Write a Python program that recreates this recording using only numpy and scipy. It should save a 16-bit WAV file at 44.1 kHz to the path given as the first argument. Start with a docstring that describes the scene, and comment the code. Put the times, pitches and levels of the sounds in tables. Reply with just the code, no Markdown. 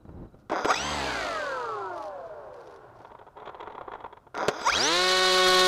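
"""Model plane motor, close on the airframe

Microphone on the airframe of a model plane: its brushless motor twice stutters into motion and whines up.
First comes a blip of throttle that coasts down on singing bearings, then a longer burst with a buzzing propeller.
Motor and propeller are tones at multiples of the shaft speed with chopped noise; loud peaks overload the microphone.
In between, servo gears chatter as short noise bursts; a hand bumps and rubs the airframe as shaped noise.
Far off, a short falling chirp repeats at the opening, over steady outdoor noise."""
import sys
import numpy as np
from scipy import signal
from scipy.fft import rfft, irfft
from scipy.io import wavfile
from scipy.ndimage import uniform_filter1d

SR = 44100
rng = np.random.default_rng(int(sys.argv[2]) if len(sys.argv) > 2 else 0)


def materialize(psi):
    """Save the field psi as 16-bit PCM at rate SR to the path in sys.argv[1].

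    A 1-D psi becomes a single channel; in a 2-D psi each row is a channel.
    """
    bounded = np.clip(np.atleast_2d(psi).T, -1, 1)
    quanta = np.round(bounded * 32767).astype(np.int16)
    wavfile.write(sys.argv[1], SR, quanta)


N = 250267
TIME = np.arange(N) / SR
BINS = np.fft.rfftfreq(N, 1 / SR)

# Levels in the tables are relative; the functions may add offsets or normalise.
# shaft speed during the blip of throttle [t/s, speed/turns per s]
BLIP = [(.68, 22), (.7, 26.5), (.72, 33), (.745, 47.6), (.76, 57), (.8, 67.5), (.85, 74), (.91, 76),
        (.97, 73.4)]
# stuttering starts [first kick t/s, rotor catches t/s, thud level/dB, tick level/dB, thud surge at the catch/dB]
STARTS = [(0.498, 0.709, -33.5, -44, 16), (4.344, 4.684, -34, -44.5, 2.5)]
# the rotor jerks [t/s, level/dB, length/s, crack level over the blow/dB]
JERKS = [(0.497, -26.5, 0.0075, -14), (0.517, -22.5, 0.0082, -18), (0.531, -20, 0.003, -27),
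         (0.647, -15.5, 0.0024, -7.5), (0.655, -8, 0.0018, -17), (4.35, -30.5, 0.0021, -5.5),
         (4.376, -29, 0.0035, -4), (4.428, -21, 0.0051, -30), (4.483, -7.5, 0.0035, -5.5),
         (4.615, -39, 0.0029, 6.5)]
# the rising whine dips, at pitches where the airframe responds weakly [t/s, length/s]
DIPS = [(0.733, 0.0073), (0.752, 0.0031), (4.694, 0.0029), (4.714, 0.01), (4.747, 0.0024), (4.766, 0.0025),
        (4.787, 0.0068)]
# spectrum of the winding ticks [f/Hz, level/dB]
TICK_COLOUR = [(1500, -14), (2300, 2), (2900, -11.5), (3400, 6.5), (3900, 1.5), (4350, -14), (4950, 10.5),
               (5400, -3), (6400, 3), (7100, -18.5), (8000, -24), (15000, -27)]
# whine of the windings [rotor catches t/s, load eases t/s, level/dB, surge at the catch/dB]
WHINE = [(.71, .94, -30, 11.5), (4.685, 4.872, -21, 5.5)]
# orders of the whine [multiple of the shaft speed, level/dB]
WHINE_ORDERS = [(14, -19), (21, -15), (28, -24), (35, -22), (42, 0), (49, -22), (63, -11), (84, -6),
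                (126, -28)]
# the controller's switching tone at part throttle [from t/s, to t/s, f/Hz, level/dB]
SWITCHING = [(.669, 1.01, 7740, -48.5), (4.609, 4.698, 7750, -53)]
# singing bearings and magnets [multiple of the shaft speed, level/dB, relative width]
COAST_ORDERS = [(4, -14, .01), (7, -16, .01), (10, -14, .02), (18, -15, .015), (12, -9, .01),
                (13, -7, .008), (14, 0, .004), (24.4, -10, .015), (26, -9, .015), (28, -2, .008),
                (35.6, -6, .01), (36.6, -1, .008), (42, 0, .004), (48.6, -10, .01), (55.4, -12, .012),
                (69, -21, .02), (83, -22, .02)]
# spectrum the coasting tones pass through [f/Hz, level/dB]
COAST_COLOUR = [(70, -22), (120, 0.5), (165, -25), (240, -20), (310, -7.5), (420, -1.5), (600, 6.5),
                (750, 1.5), (1000, 3), (1450, 7), (1800, -5), (2500, -10), (3200, -40), (6000, -12)]
# spectrum of the grinding while coasting [f/Hz, level/dB]
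GRIND = [(59, -54), (100, -54), (252, -23.5), (399, -0.5), (462, -12), (582, 1), (646, -1.5), (1110, -2),
         (1240, -12), (1430, -6), (1960, -25), (5040, -37), (15000, -59)]
# propeller tones in the burst [multiple of the shaft speed, level/dB]
BLADE_ORDERS = [(1, -11.5), (2, 3.5), (3, 1), (4, -2), (5, -13), (6, 3), (7, -11.5), (8, 0), (9, -36),
                (10, -10.5), (11, -29), (12, -12), (13, -26), (14, -14), (15, -38), (16, -11.5), (17, -30),
                (18, -10), (19, -29), (20, -8.5), (21, -27), (22, -9), (23, -43), (24, -12.5), (25, -37),
                (26, -15.5)]
# spectrum of the air rasp at low speed [f/Hz, level/dB]
SLOW_AIR = [(35, -35), (60, -8), (145, -19), (179, -42), (285, 4.5), (327, -6), (953, -1.5), (1120, -1),
            (1670, -6.5), (4740, -8.5), (5450, -18), (6260, -15), (15500, -44.5)]
# spectrum of the air rasp at high speed [f/Hz, level/dB]
FAST_AIR = [(40, -5.5), (150, -26.5), (400, -5), (1000, -1.5), (1450, 2), (2000, -1), (2600, -4.5),
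            (3300, 1.5), (4100, 7), (4900, 0), (6300, -3.5), (8000, -11), (11000, -20), (15500, -45)]
# ringing modes of the airframe [f/Hz, width/Hz, level/dB]
AIRFRAME = [(332, 23, 3), (428, 13.7, 12), (574, 190, 11), (732, 70, 13), (946, 153, 11.5),
            (1220, 270, 6.5), (1387, 27, 16.5), (1860, 120, -3), (2080, 260, -0.5), (3307, 73, 12),
            (3845, 84, 5), (4750, 410, 1), (5680, 180, 6.5), (6500, 370, -79), (7900, 500, -58),
            (10500, 1500, -47), (12600, 1500, -42)]
# servo twitches [t/s, gear knock level/dB, treble buzz level/dB]
SERVOS = [(3.002, -35.5, -71), (3.047, -35.5, -57), (3.115, -38.5, -61), (3.188, -39, -57.5),
          (3.264, -40, -66), (3.369, -41, -58), (3.398, -42, -58), (3.455, -39, -50), (3.473, -30, -49),
          (3.49, -30.5, -51), (3.545, -37, -52.5), (3.603, -32, -45), (3.626, -35, -50.5),
          (3.672, -28.5, -55), (3.699, -34, -56), (3.719, -42, -56), (3.749, -33, -54.5), (3.779, -30, -58),
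          (3.809, -30, -55), (3.878, -29, -59), (3.916, -28, -53), (3.934, -30, -50), (3.949, -29.5, -58),
          (4.002, -39, -56), (4.041, -29, -55), (4.059, -35, -59), (4.126, -34.5, -56.5), (4.169, -38, -60),
          (4.267, -42, -70)]
# spectrum of the servos [f/Hz, level/dB]
SERVO_COLOUR = [(150, -14), (280, -12), (410, -1.5), (650, -8.5), (920, 0), (1350, -11), (2000, -17.5),
                (2900, -24.5), (3450, -21.5), (4100, -31), (4600, -41.5), (6200, -47), (6900, -43),
                (8000, -58), (15000, -67)]
# spectrum of the hand's dull contact [f/Hz, level/dB]
HAND_COLOUR = [(15, -39), (25, -11.5), (157, -9), (357, -15), (401, -20.5), (649, -25.5), (728, -33),
               (779, -24), (2630, -56.5), (6000, -68), (7800, -92), (13200, -120)]
# the hand bumps the airframe [t/s, level/dB]
BUMPS = [(.052, -36.5), (.08, -39), (0.091, -33.5), (0.343, -36.5)]
# skin slides over the airframe [from t/s, to t/s, level/dB]
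RUBS = [(0.386, 0.408, -73), (1.93, 2.07, -62.5), (2.237, 2.28, -71), (2.53, 2.761, -69),
        (2.944, 3.077, -73)]
# skin snags on the airframe [t/s, level/dB]
SNAGS = [(1.976, -41), (2.075, -52), (2.76, -53)]
# spectrum of the skin [f/Hz, level/dB]
RUB_COLOUR = [(1500, 0), (3200, -3.5), (4200, -1.5), (5600, -2.5), (7500, -16), (10500, -16), (15000, -35)]
# spectrum of the outdoor background [f/Hz, level/dB]
OUTDOORS = [(15, -38), (25, -8), (125, -3), (186, -13), (243, -10.5), (415, -16.5), (729, -12.5),
            (811, -26.5), (1420, -17.5), (1720, -35.5), (15000, -47)]

STEPS, BLADES = 42, 2  # per turn
# coasting: time scale of the air drag (s), and dry friction as a speed offset (turns per s)
DRAG_S, FRICTION = .935, 21.7
# the burst climbs an S-curve from catch to top speed (turns per s), and sags with the battery
BURST_S, CLIMB_S, CLIMB_SHAPE, CATCH_SPEED, TOP_SPEED, SAG_PER_S = 4.6565, .1683, 1.738, 21, 187.3, 3.15
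# the kicks quicken steadily, then race as the rotor catches
FIRST_KICKS_PER_S, KICK_RAMP_PER_S2, RACE_KICKS_PER_S, RACE_S = 118, 850, 520, .03
# the rotor rocks hardest shortly after the first kick
ROCK_AFTER_S, ROCK_WIDTH_S, ROCK_THUD_DB, ROCK_TICK_DB = 0.074, 0.047, 9, 9
WHINE_LEAD_S, WHINE_SURGE_S, WHINE_FADE_DB_PER_S = 0.038, 0.028, 43
# loudness follows speed: level (dB), knee speed (turns per s), fall below the knee (dB per octave)
SHAKE_DB, SHAKE_KNEE, SHAKE_FALL_DB = -29, 81.3, 28
SLOW_RASP_DB, SLOW_RASP_KNEE, SLOW_RASP_FALL_DB = -31.5, 52.9, 26
BEARINGS_DB, BEARINGS_KNEE, BEARINGS_FALL_DB = -30.5, 31.9, 11.5
BLADES_DB, BLADES_KNEE, BLADES_FALL_DB = -31.5, 106, 8
FAST_RASP_DB, FAST_RASP_KNEE, FAST_RASP_FALL_DB = -23.5, 208, 5.5
# the buzz swells as the plane is moved
SWELL_FROM_S, SWELL_TO_S, SWELL_TONES_DB, SWELL_RASP_DB = 5.17, 5.49, 5, 2.5
TWITCH_S, TWITCH_RISE_S = 0.01, 0.0017
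# the servos hunt with small random twitches, and whirr while the sticks move
HUNT_FROM_S, HUNT_TO_S, HUNT_DB = 3.0, 3.8, -49
WHIRR_FROM_S, WHIRR_TO_S, WHIRR_DB = 3.35, 4.023, -49
# the hand rests on the airframe until just before the motor starts, and shifts its grip once
REST_UNTIL_S, REST_DB = 0.466, -58.5
SHIFT_FROM_S, SHIFT_TO_S, SHIFT_DB = 0.084, 0.26, -41
SNAG_S = 0.0024
OUTDOORS_DB = -61
# the microphone: overload level (full scale = 1) and upper band edge
CLIP_LEVEL, EDGE_HZ = 0.187, 15600


def blip_speed():
    """Turns per second: the shaft follows the blip of throttle, then drag and friction slow it."""
    coasted = np.maximum(TIME - BLIP[-1][0], 0)
    slowed = (curve(BLIP) + FRICTION) / (1 + coasted / DRAG_S) - FRICTION
    return np.maximum(slowed, 1)


def burst_speed():
    """Turns per second in the long burst: an S-shaped climb, then a slow sag."""
    age = np.maximum(TIME - BURST_S, 0)
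    still_to_climb = (TOP_SPEED - CATCH_SPEED) * np.exp(-(age / CLIMB_S) ** CLIMB_SHAPE)
    return TOP_SPEED - still_to_climb - SAG_PER_S * age


def stutter(start, catch, thud_db, tick_db, surge_db, jitter=0.044, uneven_db=1.5, rattle=0.14,
            tick_length=0.0018, tick_db_per_octave=10):
    """The controller kicks the rotor ever faster; each kick ticks in the windings and thuds through the airframe."""
    rate = FIRST_KICKS_PER_S + KICK_RAMP_PER_S2 * np.maximum(TIME - start, 0)
    rate += RACE_KICKS_PER_S * np.exp(np.minimum(TIME - catch, 0) / RACE_S)
    count = np.ceil(np.cumsum(rate * (TIME > start) * (1 + jitter * drift(150))) / SR)
    kicks = np.diff(count, prepend=0) * amp(uneven_db * drift(133))
    decay = np.exp(-1 / (tick_length * SR))
    scrape = signal.lfilter([1], [1, -decay], kicks) * rng.standard_normal(N)
    shudder = rng.standard_normal(N)  # loose parts keep trembling between kicks

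    body_band = signal.butter(4, [200, 1700], "band", fs=SR, output="sos")
    thud = signal.sosfilt(body_band, airframe(kicks + rattle * scrape + .04 * shudder))
    tick = colour(kicks + .15 * scrape + .012 * shudder, TICK_COLOUR)
    rocking = bell(start + ROCK_AFTER_S, ROCK_WIDTH_S)
    thud_level_db = thud_db + ROCK_THUD_DB * rocking + surge_db * bell(catch, width=0.039)
    tick_level_db = tick_db + ROCK_TICK_DB * rocking + tick_db_per_octave * np.log2(rate / 280)
    thud = steady(thud, size=900) * amp(thud_level_db)
    tick = steady(tick, size=900) * amp(tick_level_db)
    running = held(start, catch + .045, attack=.0006, release=0.034)
    return dips() * running * (amp(-3.5) * thud + amp(-5.5) * tick)


def jerks():
    """The rotor snaps against its mount: a short blow rings the airframe, with a direct crack."""
    blow = bursts([(s, db, length) for s, db, length, crack in JERKS], rise=0.00027)
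    snap = bursts([(s, db + crack, length) for s, db, length, crack in JERKS], rise=0.000075)
    cracks = snap * noise([(60, -9.0), (500, 13.0), (5500, -7.0), (8000, -17), (15000, -37)])
    blows = blow * noise([(40, -26), (200, 20.5), (900, 7.5), (2500, -1.0), (9000, -27.5)])
    return amp(-7.5) * airframe(blows) + amp(5) * cracks


def dips():
    """Gain dipping to about a quarter where the rising whine crosses weak airframe responses."""
    return 1 - 0.74 * np.clip(sum(bell(s, length) for s, length in DIPS), 0, 1)


def whine_level(catch, eases, db, surge_db):
    """The current surges as the rotor catches and falls off as it gathers speed."""
    fade_db = WHINE_FADE_DB_PER_S * np.maximum(TIME - catch, 0)
    current_db = db + surge_db * bell(catch, WHINE_SURGE_S) - fade_db
    return amp(current_db) * held(catch - WHINE_LEAD_S, eases, attack=0.027, release=0.0092)


def whine(speed, loudness, rough=0.42):
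    """Magnetic pull at every switching step; the pitch climbs slowly between dips and quickly across each."""
    leap = sum((TIME - s) * bell(s, .009) for s, length in DIPS)
    stepped = np.interp(TIME + leap, TIME, speed)
    turns = np.cumsum(stepped * (1 + 0.0037 * drift(136))) / SR
    pull = np.zeros(N)
    for k, db in WHINE_ORDERS:
        treble_loss = 1 + (k * stepped / 7500) ** 10
        pull += amp(db) * np.sin(2 * np.pi * round(k) * turns) / treble_loss
    # the steps beat against the controller's switching tone: sidebands that fall as the motor rises
    switching_hz = SWITCHING[0][2]
    beats = sum(np.sin(2 * np.pi * (switching_hz * TIME - k * STEPS * turns)) for k in (1, 2))
    pull += amp(-7) * beats * np.clip((70 - stepped) / 20, 0, 1)
    # the whine wavers irregularly in level, faster as the shaft speeds up
    pull *= 1 + rough * flutter(6 * turns).real
    return steady(airframe(pull) + 0.05 * pull, size=1400) * loudness * dips()


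def switching():
    """The thin tone of the speed controller's switching, flickering in level."""
    tones = sum(np.sin(2 * np.pi * hz * TIME) * amp(db) * held(on, off, attack=.001, release=0.022)
                for on, off, hz, db in SWITCHING)
    return tones * (1 + 0.42 * drift(160))


def coasting(speed, rough=0.81, least_grind=0.074, grind_speed=11):
    """Magnets and bearing balls sing at multiples of the falling speed, over a soft grinding."""
    turns = np.cumsum(speed) / SR
    song = np.zeros(N)
    # each line drifts slowly and also wobbles within every turn
    for k, db, width in COAST_ORDERS:
        waver = 0.62 + rough * flutter(2 * width * k * turns)
        waver = waver + .25 * flutter(4 * turns)
        song += amp(db + read(COAST_COLOUR, k * speed)) * (waver * np.exp(2j * np.pi * k * turns)).real
    # the lines dissolve into grinding as the rotor comes to rest
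    share = np.clip(least_grind + 1 / (1 + (speed / grind_speed) ** 5), 0, 1)
    grind = noise(GRIND) * amp(0.68 * drift(70))
    loudness = amp(BEARINGS_DB) * with_speed(speed, BEARINGS_KNEE, BEARINGS_FALL_DB)
    loudness *= held(BLIP[0][0], TIME[-1], attack=0.31, release=1)
    return (np.sqrt(1 - share) * steady(song, size=3000) + np.sqrt(share) * grind) * loudness


def fast_propeller(speed):
    """Blade tones, more ragged the higher they are, pass the fixed resonances of the airframe."""
    rough, rough_per_order, flutter_hz = .11, .02, 45
    turns = np.cumsum(speed * (1 + 0.00091 * drift(26))) / SR
    low, high = np.zeros(N), np.zeros(N)
    for k, db in BLADE_ORDERS:
        k = round(k)
        gain = amp(db + read(FAST_AIR, k * speed) - read(FAST_AIR, k * speed[-1]))
        ragged = 1 + (rough + rough_per_order * k) * flutter(TIME * flutter_hz)
        tone = gain * (ragged * np.exp(2j * np.pi * (k * turns + 0.34 * rng.random()))).real
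        if k < 9:
            low += tone
        else:
            high += tone
    swell = np.interp(TIME, [SWELL_FROM_S, SWELL_TO_S], [0, 1])
    hum = low * amp(BLADES_DB + SWELL_TONES_DB * swell) * with_speed(speed, BLADES_KNEE, BLADES_FALL_DB)
    air = rasp(speed, FAST_AIR, blade_depth=.62, shaft_depth=0.062, gust_db=1.34)
    buzz = amp(1.5) * high + amp(-3.0) * air
    buzz *= amp(FAST_RASP_DB + SWELL_RASP_DB * swell)
    buzz *= with_speed(speed, FAST_RASP_KNEE, FAST_RASP_FALL_DB)
    return (hum + buzz) * held(BURST_S + 0.047, TIME[-1], attack=0.013, release=1)


def slow_propeller(speed, slope_db=-2.5):
    """The unbalanced propeller shakes the airframe at twelve orders of the shaft, the lowest most cleanly."""
    rough_per_order = .11
    turns = np.cumsum(speed) / SR
    shake = np.zeros(N)
    for k in range(1, 13):
        ragged = 1 + rough_per_order * k * flutter(TIME * 14)
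        shake += amp(slope_db * np.log2(k)) * (ragged * np.exp(2j * np.pi * (k * turns + rng.random()))).real
    tones = unit(shake) * amp(SHAKE_DB) * with_speed(speed, SHAKE_KNEE, SHAKE_FALL_DB)
    air = rasp(speed, SLOW_AIR, blade_depth=.22, shaft_depth=.14, gust_db=0.0)
    air *= amp(SLOW_RASP_DB) * with_speed(speed, SLOW_RASP_KNEE, SLOW_RASP_FALL_DB)
    return (tones + air) * held(BLIP[0][0], TIME[-1], attack=0.13, release=1)


def rasp(speed, air, blade_depth, shaft_depth, gust_db):
    """Turbulent air, chopped each time a blade passes and swelling once a turn."""
    turns = np.cumsum(speed) / SR
    blade_pass = blade_depth * np.cos(2 * np.pi * BLADES * turns)
    chop = unit(np.exp(blade_pass + shaft_depth * np.cos(2 * np.pi * turns)))
    return unit(colour(rng.standard_normal(N) * chop, air)) * amp(gust_db * drift(50))


def airframe(x):
    """The airframe rings: each mode is a decaying cosine, faster to die the wider it is."""
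    t = np.arange(4096) / SR
    ring = sum(amp(db) * width * np.exp(-np.pi * width * t) * np.cos(2 * np.pi * hz * t)
               for hz, width, db in AIRFRAME)
    return signal.oaconvolve(x, ring / np.linalg.norm(ring))[:N]


def servos(count=22, knock_db=-5, buzz_db=19, spread_db=3):
    """Gear teeth click in short twitches, each a knock and a buzz, over a low whirr."""
    teeth_per_s, hiss = 900, .35
    teeth = (rng.random(N) < teeth_per_s / SR) * rng.choice([-1., 1.], N)
    gears = steady(unit(teeth) + hiss * rng.standard_normal(N), size=300)
    low = signal.sosfiltfilt(signal.butter(3, 2100, fs=SR, output="sos"), gears)
    knock = bursts([(s, db + knock_db, TWITCH_S) for s, db, _ in SERVOS], TWITCH_RISE_S, shape=2.5)
    buzz = bursts([(s, db + buzz_db, TWITCH_S) for s, _, db in SERVOS], TWITCH_RISE_S, shape=2.5)
    hunts = []
    for when, size in rng.random((count, 2)):
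        moment = HUNT_FROM_S + when * (HUNT_TO_S - HUNT_FROM_S)
        hunts.append((moment, HUNT_DB + spread_db * (2 * size - 1), TWITCH_S))
    busy = bursts(hunts, TWITCH_RISE_S, shape=2.5)
    busy += amp(WHIRR_DB) * held(WHIRR_FROM_S, WHIRR_TO_S, attack=0.016, release=0.11)
    drive = colour(low * (knock + busy) + (gears - low) * (buzz + 0.62 * busy), SERVO_COLOUR)
    return 0.53 * drive + 0.2 * airframe(drive)


def hand():
    """Dull bumps and the hiss of skin on the airframe: two shaped noises."""
    dull = amp(REST_DB) * held(0, REST_UNTIL_S, attack=0.00074, release=.015)
    dull += amp(SHIFT_DB) * held(SHIFT_FROM_S, SHIFT_TO_S, attack=0.087, release=0.011)
    dull += bursts([(s, db, .005) for s, db in BUMPS], rise=0.00059)
    skin = sum(amp(db) * held(on, off, attack=0.0025, release=0.0086) for on, off, db in RUBS)
    skin += bursts([(s, db, SNAG_S) for s, db in SNAGS], rise=0.0011)
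    return dull * noise(HAND_COLOUR) + skin * noise(RUB_COLOUR) * amp(5.6 * drift(280))


def far_trill(until=.35, chirps_per_s=18.5, top_hz=4050, fall_hz=500, db=-76):
    """A distant bird or insect repeats a short falling chirp."""
    cycle = (TIME * chirps_per_s) % 1
    gate = np.sin(np.pi * np.clip(2 * cycle, 0, 1))  # sounds in the first half of each cycle
    gate *= amp(db) * held(0, until, attack=.001, release=.015)
    return gate * np.sin(2 * np.pi * np.cumsum(top_hz - fall_hz * cycle) / SR)


def outdoors():
    """Steady shaped noise of the open air."""
    return amp(OUTDOORS_DB) * noise(OUTDOORS)


def amp(db):
    """Decibels to amplitude."""
    return 10 ** (np.asarray(db) / 20)


def unit(x):
    """Scales to rms 1."""
    return x / np.sqrt(np.mean(x ** 2) + 1e-20)


def read(points, hz):
    """A spectrum in dB, joined on a log-frequency axis."""
    f, db = np.transpose(points)
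    return np.interp(np.log(hz + 1), np.log(f + 1), db)


def curve(rows):
    """The second column of a table at every sample."""
    return np.interp(TIME, *np.transpose(rows)[:2])


def colour(x, points):
    """Filters by a spectrum, keeping the power of white noise."""
    return irfft(rfft(x) * unit(amp(read(points, BINS))), N)


def noise(points):
    """Noise of rms 1 with the given spectrum."""
    return unit(colour(rng.standard_normal(N), points))


def drift(hz):
    """Smooth chance of rms 1, up to about hz."""
    return unit(irfft(rfft(rng.standard_normal(N)) * np.exp(-(BINS / hz) ** 2), N))


def flutter(phase):
    """Smooth complex chance of mean power 1, heading for a new value at each whole step of phase."""
    knots = rng.standard_normal((2, 4096))
    at = np.arange(4096)
    return (np.interp(phase, at, knots[0]) + 1j * np.interp(phase, at, knots[1])) * np.sqrt(3) / 2


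def steady(x, size=1500):
    """Evens out the slow level, leaving quick swells; size in samples."""
    power = uniform_filter1d(uniform_filter1d(x ** 2, size), size)
    return x / np.sqrt(abs(power) + 1e-6 * np.mean(x ** 2))


def bursts(rows, rise, shape=0.75):
    """Envelope of bursts given as [t/s, level/dB, length/s]; a larger shape ends them more abruptly."""
    out = np.zeros(N)
    age = TIME[:SR // 4]
    for s, db, length in rows:
        part = out[max(round(s * SR), 0):][:len(age)]
        burst = amp(db) * (1 - np.exp(-age / rise)) * np.exp(-(age / length) ** shape)
        part += burst[:len(part)]
    return out


def held(on, off, attack, release):
    """Attack, hold and release; all in seconds."""
    rising = 1 - np.exp(-np.maximum(TIME - on, 0) / attack)
    return rising * np.exp(-np.maximum(TIME - off, 0) / release)


def bell(s, width):
    """A smooth hump of height 1 around a moment."""
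    return np.exp(-((TIME - s) / width) ** 2)


def with_speed(speed, knee, fall_db):
    """Gain near 1 well above the knee speed, falling by fall_db per octave below it."""
    return amp(-fall_db * np.log2(1 + (knee / speed) ** 6) / 6)


def scene():
    """Motor and propeller through both runs, then servos, hand and the open air."""
    blip, burst = blip_speed(), burst_speed()
    starts = sum(stutter(*row) for row in STARTS) + jerks()
    whines = whine(blip, whine_level(*WHINE[0])) + whine(burst, whine_level(*WHINE[1]))
    motor = whines + switching() + coasting(blip)
    propeller = slow_propeller(blip) + fast_propeller(burst)
    return (starts + motor + propeller + servos() + hand() + far_trill() + outdoors())[None]


def record(dry):
    """The microphone overloads with a firm knee; then the band limit."""
    clipped = dry / (1 + (dry / CLIP_LEVEL) ** 6) ** (1 / 6)
    low_pass = signal.firwin(511, EDGE_HZ, window=("kaiser", 9), fs=SR)
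    return signal.oaconvolve(clipped, low_pass[None], "same")


dry = scene()
out = record(dry)
materialize(out)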